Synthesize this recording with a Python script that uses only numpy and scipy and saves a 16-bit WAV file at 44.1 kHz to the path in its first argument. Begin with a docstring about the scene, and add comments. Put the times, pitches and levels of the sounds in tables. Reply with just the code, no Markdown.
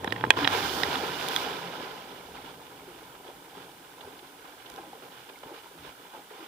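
"""Wheels drone and hard knocks ring out as a flume boat rolls down a drop; it then ploughs into a pool.
The bow wave roars and spray rains back, then water laps and glugs at the drifting hull.
Wheels are a gliding tone; knocks excite shell modes; churn, spray and mist are shaped noise, drops and bubbles;
glugs and plips are decaying sines with noise. All but the hiss passes the modes of a waterproof camera case."""
import sys
import numpy as np
from scipy import signal
from scipy.fft import rfft, irfft, next_fast_len
from scipy.io import wavfile
from scipy.ndimage import uniform_filter1d

SR = 44100
rng = np.random.default_rng(int(sys.argv[2]) if len(sys.argv) > 2 else 0)


def log_audio(samples):
    """Write samples as a 16-bit WAV file to the path given in sys.argv[1]."""
    # one column per channel
    frames = np.atleast_2d(samples).T
    # limit to full scale, then quantise
    limited = np.clip(frames, -1, 1)
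    pcm = np.round(limited * 32767).astype(np.int16)
    wavfile.write(sys.argv[1], SR, pcm)


N = 285327
T = np.arange(N) / SR

# Wheels on the track, quicker down the drop and slower in the pool.
# Each row: time in seconds, mean pitch in Hz, level in dB.
WHEELS = [(0, 87.3, -49.5), (.12, 101.9, -48), (.255, 116.1, -41.5), (.3, 109.8, -51), (.45, 94.85, -48.5),
          (.6, 90.46, -53), (.7, 79.47, -47.5), (.8, 81.15, -56.5), (1.12, 83.4, -59), (1.32, 74.33, -68),
          (1.53, 70, -60.5), (1.62, 71, -120)]
# Hard knocks of the boat. Each row: start in seconds, rms level over the first KNOCK_S in dB,
# low-pass brightness in Hz, longest delay within the blow in seconds, left minus right in dB,
# then three resonances of the spot that is hit, each as Hz and dB.
KNOCKS = [(.0438, -29, 8390, 0.0029, -5, 795, 16, 1758, 10, 3910, -2.5),
          (.073, -31, 2070, 0.0056, -1, 850, -4, 1686, 11, 3810, 22),
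          (.105, -41, 6390, .004, -3, 990, 2, 1810, -3.5, 3890, 20.5),
          (.1225, -25, 6610, 0.00276, -6, 1884, 7.5, 2880, -0.5, 4940, -3.5),
          (.162, -35.5, 5310, 0.00291, -4.5, 850, 3.5, 1890, 11.5, 2730, 0),
          (.209, -36.5, 7370, 0.00393, -3, 880, -4.5, 1540, 9, 3400, 4.5),
          (.238, -20.5, 1010, 0.00255, -7, 869, -7, 1256, -6, 1648, 8.5),
          (.3045, -8, 12770, 0.002134, -1, 1642, 8, 2516, 11, 3290, 3),
          (.337, -38.5, 3900, 0.002075, -0.5, 1000, 3.5, 2040, 2.5, 3330, 2.5),
          (.388, -31.5, 7990, 0.00203, -4, 1120, -16, 1700, 3, 3460, -7.5),
          (.4458, -23.5, 5580, 0.00152, -1, 1480, -11, 2880, 14.5, 3916, 13.5),
          (.4502, -24, 2060, 0.00198, -4, 1880, 3.5, 2890, -6, 3850, 13),
          (.4747, -17.5, 7970, .0024, -7.5, 1604, 4, 2620, -8, 3880, 5.5),
          (.8328, -21.5, 8750, 0.003084, -2.5, 1897, 11.5, 3876, 10, 5160, 9),
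          (.9522, -28.5, 7790, .006, -1, 950, -6, 1310, 4.5, 3510, 8),
          (1.362, -23, 6000, .0017, -4, 1503, 11.5, 3413, 16, 3640, -5)]
# Thin, bright clicks, many of them the sharp treble snap of a knock.
# Each row: start in seconds, peak in dB.
TICKS = [(.0445, -31.5), (0.125, -31.5), (0.3044, -17), (0.477, -24.5), (.834, -28), (1.286, -19.5),
         (1.3623, -18), (4.7, -35.5), (4.718, -41.5), (4.74, -42.5), (4.7618, -36), (5.389, -40.5)]
# Dull jolts of the hull. Each row: start in seconds, peak in dB, pitch in Hz, 60 dB decay in seconds.
THUMPS = [(.045, -26.5, 428, 0.0236), (.075, -25.5, 221, 0.0203), (.124, -27, 471, 0.042),
          (0.24, -27.5, 475, 0.049), (0.271, -27, 227, 0.025), (0.369, -36, 120, 0.091),
          (0.439, -31.5, 123.5, .08), (5.459, -43, 130, 0.0146)]
# Air pockets, large and low or small and high, glugging at the hull; the lowest rows (near 1.63, 4.04 # and
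# 5.79 s) are dull thuds of the hull, voiced the same way. # Each row: start in seconds, peak in dB, initial
# pitch in Hz, nominal 60 dB decay in seconds.
GLUGS = [(.366, -28, 326.6, 0.07), (.373, -23.5, 1036, 0.0101), (.415, -25.5, 296, 0.187),
         (.955, -31.5, 273.5, 0.162), (1.02, -29, 489.7, 0.069), (1.403, -27.5, 805, 0.0154),
         (1.462, -30.5, 437, 0.073), (1.629, -41, 180.3, 0.42), (2.095, -45, 363, 0.056),
         (2.372, -43, 2095, 0.03), (2.382, -39, 855, 0.043), (2.44, -44.5, 335, 0.062),
         (2.876, -40, 373.7, 0.091), (3.573, -38, 422.4, 0.05), (3.578, -41.5, 883, .04),
         (4.008, -44.5, 865, 0.026), (4.035, -41.5, 926, 0.042), (4.04, -48, 93, 0.203),
         (4.073, -38.5, 421, 0.0615), (4.226, -42, 378, 0.033), (4.778, -38, 481, 0.026),
         (4.785, -34.5, 805, 0.0455), (4.794, -39.5, 345.5, 0.092), (4.835, -41.5, 853, .04),
         (4.87, -42, 323.4, 0.086), (4.93, -36.5, 795, 0.0352), (4.948, -42.5, 462, 0.074),
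         (5.295, -46.5, 1636, 0.0227), (5.355, -42.5, 2105, 0.029), (5.433, -37, 552, .016),
         (5.434, -38.5, 854, 0.0276), (5.48, -42, 950, 0.036), (5.505, -40.5, 597, 0.035),
         (5.512, -36, 363, 0.079), (5.52, -43, 506, 0.048), (5.541, -41.5, 473, 0.032),
         (5.655, -44, 943, 0.061), (5.79, -51, 83, 0.224), (5.846, -42, 421.6, 0.047),
         (5.995, -47, 470, 0.056), (6.05, -44.5, 960, 0.039), (6.14, -40.5, 907, 0.116),
         (6.148, -41.5, 567, 0.039), (6.166, -41, 730, .04), (6.176, -42, 421, 0.026),
         (6.19, -45.5, 850, 0.059), (6.308, -38.5, 443.8, 0.098), (6.4, -41.5, 347.4, 0.09),
         (6.424, -44, 315, 0.06)]
# Blobs of water falling back beside the boat. Each row: start in seconds, peak in dB, pitch in Hz.
PLIPS = [(2.35, -40, 1440), (2.457, -41, 2970), (2.664, -42.5, 2610), (2.709, -52, 1300),
         (3.149, -40.5, 1548), (3.276, -41, 3080), (4.007, -39, 3270), (4.12, -49, 3000),
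         (4.19, -42.5, 3000), (4.271, -48, 3500), (4.45, -42.5, 1462), (4.659, -40.5, 3015),
         (4.699, -42.5, 1550), (4.778, -41.5, 1130), (5.29, -41, 2880), (5.431, -41.5, 2300),
         (5.585, -42, 2210), (5.848, -53, 1200), (5.86, -41, 2237), (6.303, -39.5, 1687)]

# Ringing of the boat's shell. Each row: mode in Hz, relative level in dB, 60 dB decay in seconds.
SHELL_MODES = [(450, -31, 0.0205), (893, -4, 0.0224), (1077, -3.5, 0.011), (1631, -10, 0.015),
               (1858, 3, 0.0165), (2029, 0.4, 0.0145), (2483, -0.5, 0.0087), (2840, -10, 0.0134),
               (3304, -1.5, 0.0163), (3812, -5.5, 0.017), (5080, 2, 0.0082)]
# Boom of the hollow hull. Each row: mode in Hz, half the width of each of two passes in Hz, relative dB.
HULL_MODES = [(84.1, 24.6, -5.5), (127.9, 22.6, -1), (170.64, 7.8, 0.5), (275.9, 15.6, -4)]
# Modes of the camera case. Each row: Hz, width in Hz, signed gain at the left and at the right microphone.
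CASE_MODES = [(372, 370, .949, .684), (506, 247, -.481, .086), (762, 127, .16, .369),
              (1064, 138, -.867, .381), (1180, 222, -.214, .687), (1306, 1005, -.099, -.684),
              (2336, 514, -.165, -.093), (2954, 215, .009, -.327), (3356, 649, -.095, -.296),
              (5765, 2743, .05, .003), (9389, 1284, -.05, -.01), (13934, 5493, -.03, -.05)]
# Gap between hull and channel walls. Each row: mode in Hz, width in Hz, added resonance in dB.
TROUGH_MODES = [(466.6, 37, -17), (826, 66, -13), (1013, 34, -8), (1578, 120, -13.5), (3460, 220, -19)]

# Colours of the water outside the case. Each row: frequency in Hz, relative gain in dB.
CHURN_COLOUR = [(40, -28), (85, -8.5), (135, -7.5), (205, -5), (280, -3), (460, 1), (620, -1), (820, -1.5),
                (1030, -2), (1350, -32), (2200, -4.5), (6000, -37)]
SPRAY_COLOUR = [(200, -30.5), (700, -2.5), (1150, -4.5), (1550, 1), (1900, -2), (2400, 0), (3100, -1),
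                (4200, -1), (5200, 1.5), (6300, -2), (9000, -4.5), (15000, -4)]
MIST_COLOUR = [(2500, -11.5), (5000, 3), (8000, 0.5), (11000, 2), (15000, 0.5)]
# Water sound scattered by the boat. Each row: frequency in Hz, scattered share of the power (0-1).
SCATTER = [(100, 0), (330, 0.19), (600, 0.41), (820, .2), (1150, 0.45), (1500, 0.65), (2400, 0.43),
           (4000, .99), (15000, 0.99)]
# Hiss of the microphones. Each row: frequency in Hz, gain in dB relative to HISS_DB.
HISS_COLOUR = [(100, -7), (5000, -0.5), (6000, -0.97), (8000, -0.23), (9150, 0), (9500, 4), (9850, -0.1),
               (11000, -0.63), (15000, 1.22)]
HISS_DB, TOP_HZ = -55, 15450

# Course of each part of the water. Each row: dB on the way down, dB at the plunge, rise in seconds,
# sag in dB per second, dB adrift (at ADRIFT_S), fade adrift in dB per second.
# All are relative: each source adds its own trim.
CHURN_LEVELS = (-37.5, -33, 0.31, 3, -49, 1.83)
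SPRAY_LEVELS = (-47, -34.5, 0.04, 4, -54.5, 0.5)
BOOM_LEVELS = (-50, -42.5, 0.57, 12.5, -60.5, 4)
RUMBLE_LEVELS = (-59.5, -64.5, 0.83, 12.5, -71.5, 2)
ADRIFT_S = 3  # seconds
# Waves washing along the hull, before the trim of each source.
# Each row: start in seconds, length in seconds, churning in dB, spray in dB, hull boom in dB.
LAPS = [(0.361, 0.101, -31.5, -34.5, -44.5), (0.514, 0.114, -31, -32.5, -57.5),
        (0.62, 0.073, -52.5, -34.5, -60.5), (0.816, 0.222, -35, -40, -53.5),
        (0.991, 0.108, -34.5, -57.5, -63.5), (1.245, 0.11, -45, -41, -59.5),
        (1.483, 0.103, -37.5, -52, -56.5), (1.715, 0.282, -42, -47, -56), (2.09, 0.168, -46, -55.5, -74),
        (2.335, 0.127, -56, -49.5, -59.5), (2.435, 0.141, -49, -50, -61), (3.237, 0.099, -46, -54.5, -73),
        (3.382, 0.33, -54.5, -77, -66), (3.545, 0.166, -52.5, -53.5, -58.5),
        (3.992, 0.265, -49.5, -62, -61.5), (4.429, 0.15, -56, -56.5, -86),
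        (4.643, 0.225, -50, -54.5, -64.5), (4.718, 0.348, -47.5, -61, -63),
        (5.011, 0.137, -46.5, -55.5, -62.5), (5.099, 0.213, -60.5, -52.5, -65.5),
        (5.273, 0.112, -49, -62, -84), (5.409, 0.2, -47, -59, -67.5), (5.526, 0.101, -65.5, -51.5, -69.5),
        (5.63, 0.056, -53, -57.5, -80), (5.743, 0.251, -53, -77.5, -58), (5.824, 0.127, -50.5, -50, -67),
        (5.97, 0.15, -55.5, -56, -64), (6.12, 0.121, -46, -52, -67.5), (6.278, 0.403, -49.5, -52, -72)]
LAP_RISE_SHARE = 0.186  # of the length of a swell
# Mist thrown up by the bow wave and falling back.
# Each row: crest in seconds, level in dB, rise in seconds, fade in dB per second.
MIST_BURSTS = [(.58, -38, 0.138, 16), (1.33, -43.5, 0.227, 51)]
# The hull bumps and rubs along the channel. Each row: start in seconds, length in seconds, level in dB.
BUMPS = [(0.267, 0.053, -45), (1.384, 0.17, -69), (2.22, 0.41, -62), (2.7, 0.37, -68.5),
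         (2.954, 0.42, -67.5), (4.697, 0.089, -64.5), (5.441, 0.05, -66), (5.82, 0.124, -62.5)]

# The bow wave rises as the boat hits the pool (s), sags while it ploughs on (for s), then collapses
# once the boat has slowed (dB/s).
PLUNGE_S, PLOUGH_S, COLLAPSE_DB_PER_S = .358, 1.13, 15.5
# Light rattle of the wheels before the plunge: mid level, full spread, range of brightness, blow length.
RATTLE_DB, RATTLE_SPREAD_DB, RATTLE_HZ, RATTLE_BLOW_S = -41.5, 5, (2500, 6000), .004
# Sharpness of a struck spot's resonances; time over which a knock's rms level is taken.
SPOT_Q, KNOCK_S = 8.8, 0.00992
# Faint random glugs: mid peak, full spread, range of pitch, nominal decay in cycles.
SMALL_GLUG_DB, SMALL_GLUG_SPREAD_DB, SMALL_GLUG_HZ, SMALL_GLUG_CYCLES = -47, 5.5, (311, 2975), 22.8
# Bubbles shed by each row of GLUGS: latest delay, relative peak, full range of pitch, nominal decay in cycles.
GURGLE_S, GURGLE_DB, GURGLE_OCTAVES, GURGLE_CYCLES = .06, -11, 1.339, 20.8
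# Pockets below this pitch sag by one share while they ring; the others climb by the second share.
SAG_BELOW_HZ, GLUG_SAG, GLUG_RISE = 1000, 0.204, 0.15


def undb(db):
    """Logarithmic level: decibels to amplitude gain."""
    return 10 ** (np.asarray(db) / 20)


def curve(table, column):
    """Linear interpolation in time of one column of a table."""
    rows = np.array(table)
    return np.interp(T, rows[:, 0], rows[:, column])


def along(points, n):
    """Interpolation in log frequency of (Hz, value) points over an n-sample spectrum."""
    hz, value = np.transpose(points)
    return np.interp(np.log(np.fft.rfftfreq(n, 1 / SR) + 1), np.log(hz), value)


def filtered(x, response):
    """Linear filtering: the spectrum is multiplied by a response, a function of transform length."""
    n = next_fast_len(x.shape[-1] + SR // 10, True)
    return irfft(rfft(x, n) * response(n), n)[..., :x.shape[-1]]


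def colour(x, points):
    """Spectral shaping by (Hz, dB) points."""
    return filtered(x, lambda n: undb(along(points, n)))


def resonate(x, hz, width_hz):
    """Damped oscillator: a two-pole resonance with gain 1 at its centre."""
    centre_hz = min(hz, .45 * SR)
    b, a = signal.iirpeak(centre_hz, hz / min(width_hz, SR / 5), SR)
    return signal.lfilter(b, a, x)


def lift(x, hz, width_hz, db):
    """Superposition: the sound plus its own response at one resonance."""
    return x + undb(db) * resonate(x, hz, width_hz)


def case(x):
    """Modal sum: each case mode drives the two microphones with its own strength and sign."""
    left, right = np.broadcast_to(x, (2, x.shape[-1]))
    return sum(np.array([left_gain * resonate(left, hz, width), right_gain * resonate(right, hz, width)])
               for hz, width, left_gain, right_gain in CASE_MODES)


def trough(x):
    """Cavity resonance: water sound rings between the hull and the channel walls."""
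    for hz, width_hz, db in TROUGH_MODES:
        x = lift(x, hz, width_hz, db)
    return x


def unit(x):
    """Normalisation: the mean of the channels gets a standard deviation of 1."""
    return x / np.std(np.atleast_2d(x).mean(axis=0))


def pan(db):
    """Level difference between channels: gains for left minus right in dB."""
    return undb([[db / 2], [-db / 2]])


def add(out, s, sound, peak_db):
    """Superposition: a short stereo sound enters at time s, its channel mean scaled to a given peak."""
    i = max(int(s * SR), 0)
    peak = np.abs(sound.mean(axis=0)).max()
    out[:, i:i + sound.shape[1]] += (sound * undb(peak_db) / peak)[:, :N - i]


def power_sum(*gains):
    """Incoherent addition: unrelated sounds add in power."""
    return np.sqrt(sum(g ** 2 for g in gains))


def walk(rate):
    """Smoothed random steps: a wander with a spread near 1, at a rate in steps per second."""
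    k = int(SR / rate)
    steps = np.repeat(rng.standard_normal(N // k + 1), k)
    return 1.3 * uniform_filter1d(uniform_filter1d(steps, k), k)[:N]


def patter(per_s, spread_db):
    """Shot noise: impacts of random time, sign and size; a positive spread makes a few stand out."""
    size = undb(spread_db * np.minimum(rng.exponential(size=N), 5))
    hits = rng.random(N) < per_s / SR
    return unit(hits * size * rng.choice([-1, 1], N))


def bubble(hz, t60, rise):
    """Volume oscillation of an air pocket: a decaying sine whose pitch glides by the share rise."""
    t = T[:int(t60 * SR)]
    return np.sin(2 * np.pi * hz * t * (1 + rise * t / t60 / 2)) * undb(-60 * t / t60)


def bubbles(low_hz, high_hz, cycles, spread_db, rise, count):
    """Random superposition: a crowd of bubbles of all pitches, scattered through time."""
    out = np.zeros(N + SR)
    for when, pitch, life, size in rng.random((count, 4)):
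        hz = low_hz * (high_hz / low_hz) ** pitch
        ring = bubble(hz, cycles * (.5 + life) / hz, rise)
        size_gain = undb(-spread_db * np.log(max(size, np.exp(-3))))
        i = int(when * N)
        out[i:i + len(ring)] += ring * hz * size_gain
    return unit(out[:N])


def scatter(x, smear_s=0.0033):
    """Diffuse scattering: part arrives straight, the rest as smeared noise that differs left and right."""
    keep = np.exp(-1 / (smear_s * SR))
    envelope = np.sqrt(signal.lfilter([1 - keep], [1, -keep], x ** 2))
    wet = envelope * rng.standard_normal((2, N))
    share = lambda n: np.clip(along(SCATTER, n), 0, 1)
    return filtered(x, lambda n: np.sqrt(1 - share(n))) + filtered(wet, lambda n: np.sqrt(share(n)))


def heard(water, points):
    """Transmission path: water is coloured, then crosses channel and case, and is set to unit strength."""
    return unit(case(trough(colour(scatter(water), points))))


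def swell(s, length):
    """Wave envelope: a rounded swell that rises faster than it falls."""
    crest = s + length * np.clip(LAP_RISE_SHARE, .05, .95)
    return np.sin(np.pi / 2 * np.interp(T, [s, crest, s + length], [0, 1, 0]))


def ride(levels):
    """Source strength over time: the way down, the bow wave, then the slow drift."""
    down_db, plunge_db, rise_s, sag, adrift_db, adrift_fade = levels
    since = np.maximum(T - PLUNGE_S, 0)
    afloat = np.clip(since / rise_s, 0, 1)
    wave_db = plunge_db - sag * since - COLLAPSE_DB_PER_S * np.maximum(since - PLOUGH_S, 0)
    drift_db = adrift_db - adrift_fade * (T - ADRIFT_S)
    return (1 - afloat) * undb(down_db) + afloat * power_sum(undb(wave_db), undb(drift_db))


def flow(levels, column):
    """Incoherent addition of the lapping waves to the ride, at the strength in one column of LAPS."""
    return power_sum(ride(levels), *(swell(lap[0], lap[1]) * undb(lap[column]) for lap in LAPS))


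def hull(boom_db=1.0, pan_db=-1):
    """Forced resonance: flow noise booms in the hull, beside a harmonic wheel drone and channel rumble."""
    push = rng.standard_normal(N)
    boom = sum(undb(db) * resonate(resonate(push, hz, 2 * w), hz, 2 * w) for hz, w, db in HULL_MODES)
    wheel_hz = curve(WHEELS, column=1) * (1 + 0.0568 * walk(40.32))
    turn = 2 * np.pi * np.cumsum(wheel_hz) / SR
    drone = (np.sin(turn) + undb(-22) * np.sin(2 * turn)) * undb(2.5 * walk(35))
    rumble = resonate(resonate(rng.standard_normal(N), 48.7, 46), 48.7, 46)
    rubbing = power_sum(ride(RUMBLE_LEVELS), *(swell(s, length) * undb(db) for s, length, db in BUMPS))
    boom = unit(case(boom)) * flow(BOOM_LEVELS, column=4) * undb(boom_db)
    drone = unit(case(drone)) * undb(curve(WHEELS, column=2))
    return (boom + drone + unit(case(rumble)) * rubbing) * pan(pan_db)


def churn(turbulence_db=5.5, trim_db=-4.0, pan_db=-0.74):
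    """Turbulence and entrained air: big bubbles and broadband noise along the hull."""
    water = bubbles(214.7, 1408.7, cycles=15.35, spread_db=0.5, rise=0.395, count=3600)
    water = water + undb(turbulence_db) * rng.standard_normal(N)
    water = water * undb(0.21 * walk(24))
    return heard(water, CHURN_COLOUR) * flow(CHURN_LEVELS, column=2) * undb(trim_db) * pan(pan_db)


def spray(sheet_db=2.5, bubble_db=1, drip_db=2.5, calm_db=-54):
    """Shot noise: drops flurry over a hissing sheet; a sparser patter of similar drips gains as it calms."""
    strength = flow(SPRAY_LEVELS, column=3)
    drops = patter(2000, spread_db=1.5)
    small = bubbles(1170.0, 5580, cycles=25.8, spread_db=0.5, rise=0.203, count=5000)
    sheet = undb(sheet_db) * rng.standard_normal(N)
    flurries = (drops + undb(bubble_db) * small + sheet) * undb(1.146 * walk(35))
    calm = 1 / (1 + strength / undb(calm_db))
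    drips = undb(drip_db) * calm * patter(340, spread_db=-1.0)
    return heard(flurries + drips, SPRAY_COLOUR) * strength


def fat_drops(trim_db=-7, calm_db=-46):
    """Bubble resonance: heavier nearby drops each ring briefly, surge in flurries and recede with calm."""
    drops = bubbles(1100, 5200, cycles=14, spread_db=3.5, rise=.2, count=750) * undb(2.5 * walk(14))
    strength = ride(SPRAY_LEVELS)
    strength = strength / (1 + undb(calm_db) / strength)
    return unit(case(colour(drops, SPRAY_COLOUR))) * strength * undb(trim_db)


def microphone_hiss():
    """Self-noise: independent coloured noise in each microphone."""
    return colour(rng.standard_normal((2, N)), HISS_COLOUR) * undb(HISS_DB)


def rattle(count):
    """Random excitation: light wheel knocks before the plunge, as KNOCKS rows without spot resonances."""
    low_hz, high_hz = RATTLE_HZ
    return [(when * PLUNGE_S, RATTLE_DB + RATTLE_SPREAD_DB * (size - .5),
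             low_hz + pitch * (high_hz - low_hz), RATTLE_BLOW_S, 0)
            for when, size, pitch in rng.random((count, 3))]


def smeared_blow(length, size):
    """Dispersion: after crossing the shell each frequency has its own delay, up to length seconds."""
    hz = np.fft.rfftfreq(size, 1 / SR)
    knots = np.linspace(0, SR / 2, 40)
    delay = np.interp(hz, knots, length * rng.random(len(knots)))
    phase = 2 * np.pi * np.cumsum(delay) * SR / size
    return irfft(np.exp(-1j * phase), size)


def knocks(snap_db=-9, tail_db=-40, tail_t60=0.0497):
    """Modal excitation: blows ring the shell, coloured by the spot hit; softer contacts sound duller."""
    out, t = np.zeros((2, N)), T[:SR // 12]
    for s, db, soft_hz, length, pan_db, *spot in list(KNOCKS) + rattle(count=6):
        echo = rng.standard_normal((2, len(t))) * undb(tail_db - 60 * t / tail_t60)
        contact = smeared_blow(length, size=len(t)) * (t < t[-1] / 2) + echo
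        b, a = signal.butter(2, min(soft_hz, .45 * SR), fs=SR)
        force = signal.lfilter(b, a, contact)
        # a mode's bandwidth follows from its decay time
        ringing = sum(undb(mode_db) * resonate(force, hz, np.log(1000) / (np.pi * t60))
                      for hz, mode_db, t60 in SHELL_MODES)
        blow = undb(snap_db) * force + ringing
        for hz, spot_db in zip(spot[::2], spot[1::2]):
            blow = lift(blow, hz, hz / SPOT_Q, spot_db)
        blow = case(blow) * pan(pan_db)
        # turn the tabled rms level into a peak level
        crest = np.abs(blow.mean(axis=0)).max() / np.sqrt(np.mean(blow[:, t < KNOCK_S] ** 2))
        add(out, s, blow, db + 20 * np.log10(crest))
    return out


def ticks(t60=0.0076):
    """Impulsive excitation: a thin, bright click of decaying noise, often the treble snap of a knock."""
    out, t = np.zeros((2, N)), T[:SR // 20]
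    for s, db in TICKS:
        burst = rng.standard_normal(len(t)) * undb(-60 * t / t60)
        bright = resonate(resonate(burst, 8300, 12000), 8300, 12000)
        add(out, s, case(bright) * undb([[-3], [0]]), db)
    return out


def thumps(onset_s=0.00059):
    """Damped oscillation: the jolted hull answers with a dull, short note."""
    out, t = np.zeros((2, N)), T[:SR // 6]
    for s, db, hz, t60 in THUMPS:
        note = np.sin(2 * np.pi * hz * t) * undb(-60 * t / t60) * (1 - np.exp(-t / onset_s))
        add(out, s, case(note), db)
    return out


def gurgle(s, db, hz, count):
    """Bubble break-up: weaker bubbles, higher or lower, shed by an air pocket, as GLUGS rows."""
    when, pitch = rng.random((count, 2)).T
    pitch_hz = hz * 2 ** (GURGLE_OCTAVES * (pitch - .5))
    start = np.minimum(s + GURGLE_S * when, T[-1])
    return list(zip(start, np.full(count, db + GURGLE_DB), pitch_hz, GURGLE_CYCLES / pitch_hz))


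def small_glugs(count):
    """Random air entrainment: faint pockets once the bow wave begins to collapse, as GLUGS rows."""
    start, (low_hz, high_hz) = PLUNGE_S + PLOUGH_S, SMALL_GLUG_HZ
    when, size, pitch = rng.random((count, 3)).T
    hz = low_hz * (high_hz / low_hz) ** pitch
    peak_db = SMALL_GLUG_DB + SMALL_GLUG_SPREAD_DB * (size - .5)
    return list(zip(start + when * (T[-1] - start), peak_db, hz, SMALL_GLUG_CYCLES / hz))


def glugs(slap_db=-11, slap_life=1.5, slap_max_s=.1, onset=.04):
    """Trapped-air resonance: a wavelet slaps the hull and a pocket rings, gliding down if low, up if high."""
    out, t = np.zeros((2, N)), T[:SR // 4]
    shed = [row for s, db, hz, _ in GLUGS for row in gurgle(s, db, hz, count=2)]
    for s, db, hz, t60 in list(GLUGS) + shed + small_glugs(count=24):
        glide = -GLUG_SAG if hz < SAG_BELOW_HZ else GLUG_RISE
        ring = bubble(hz, min(0.92 * t60, t[-1]), glide)
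        slap_hz = max(hz, 650)
        slap_width = 1.12 * slap_hz
        slap = resonate(resonate(rng.standard_normal(len(t)), slap_hz, slap_width), slap_hz, slap_width)
        slap = unit(slap) * undb(slap_db - 60 * t / min(slap_life * t60, slap_max_s))
        glug = np.pad(ring, (0, len(t) - len(ring))) + slap
        glug = glug * (1 - np.exp(-t / (onset * t60)))
        add(out, s, case(trough(glug)), db)
    return out


def mist(pan_db=-6):
    """Dense shot noise: countless tiny droplets fizz while the bow wave is thrown high."""
    fizz = patter(6200, spread_db=0.5) * undb(1.2 * walk(33.65))
    bursts = (np.clip(1 + (T - s) / rise, 0, 1) * undb(db - fade * np.maximum(T - s, 0))
              for s, db, rise, fade in MIST_BURSTS)
    return heard(fizz, MIST_COLOUR) * power_sum(*bursts) * pan(pan_db)


def plips(splat_t60=0.0377, ring_db=-3, cycles=48, rise=0.15, onset_s=0.0035):
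    """Impact and bubble resonance: a falling blob splats softly and leaves a tiny ringing bubble."""
    out, t = np.zeros((2, N)), T[:SR // 8]
    for s, db, hz in PLIPS:
        splat = unit(resonate(rng.standard_normal((2, len(t))), hz, 0.72 * hz)) * undb(-60 * t / splat_t60)
        ring = bubble(hz, min(cycles / hz, t[-1]), rise)
        plip = splat + undb(ring_db) * np.pad(ring, (0, len(t) - len(ring)))
        add(out, s, case(plip) * (1 - np.exp(-t / onset_s)), db)
    return out


def scene():
    """Superposition of boat, water and the microphones' own hiss."""
    boat = hull() + knocks() + ticks() + thumps()
    water = churn() + spray() + fat_drops() + glugs() + mist() + plips()
    return boat + water + microphone_hiss()


def record(dry):
    """Overload and band-limiting: peaks beyond full scale are clipped, then the top is cut at TOP_HZ."""
    low_pass = signal.ellip(10, .1, 70, TOP_HZ, fs=SR, output="sos")
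    return signal.sosfilt(low_pass, np.clip(dry, -1, 1))


dry = scene()
out = record(dry)
log_audio(out)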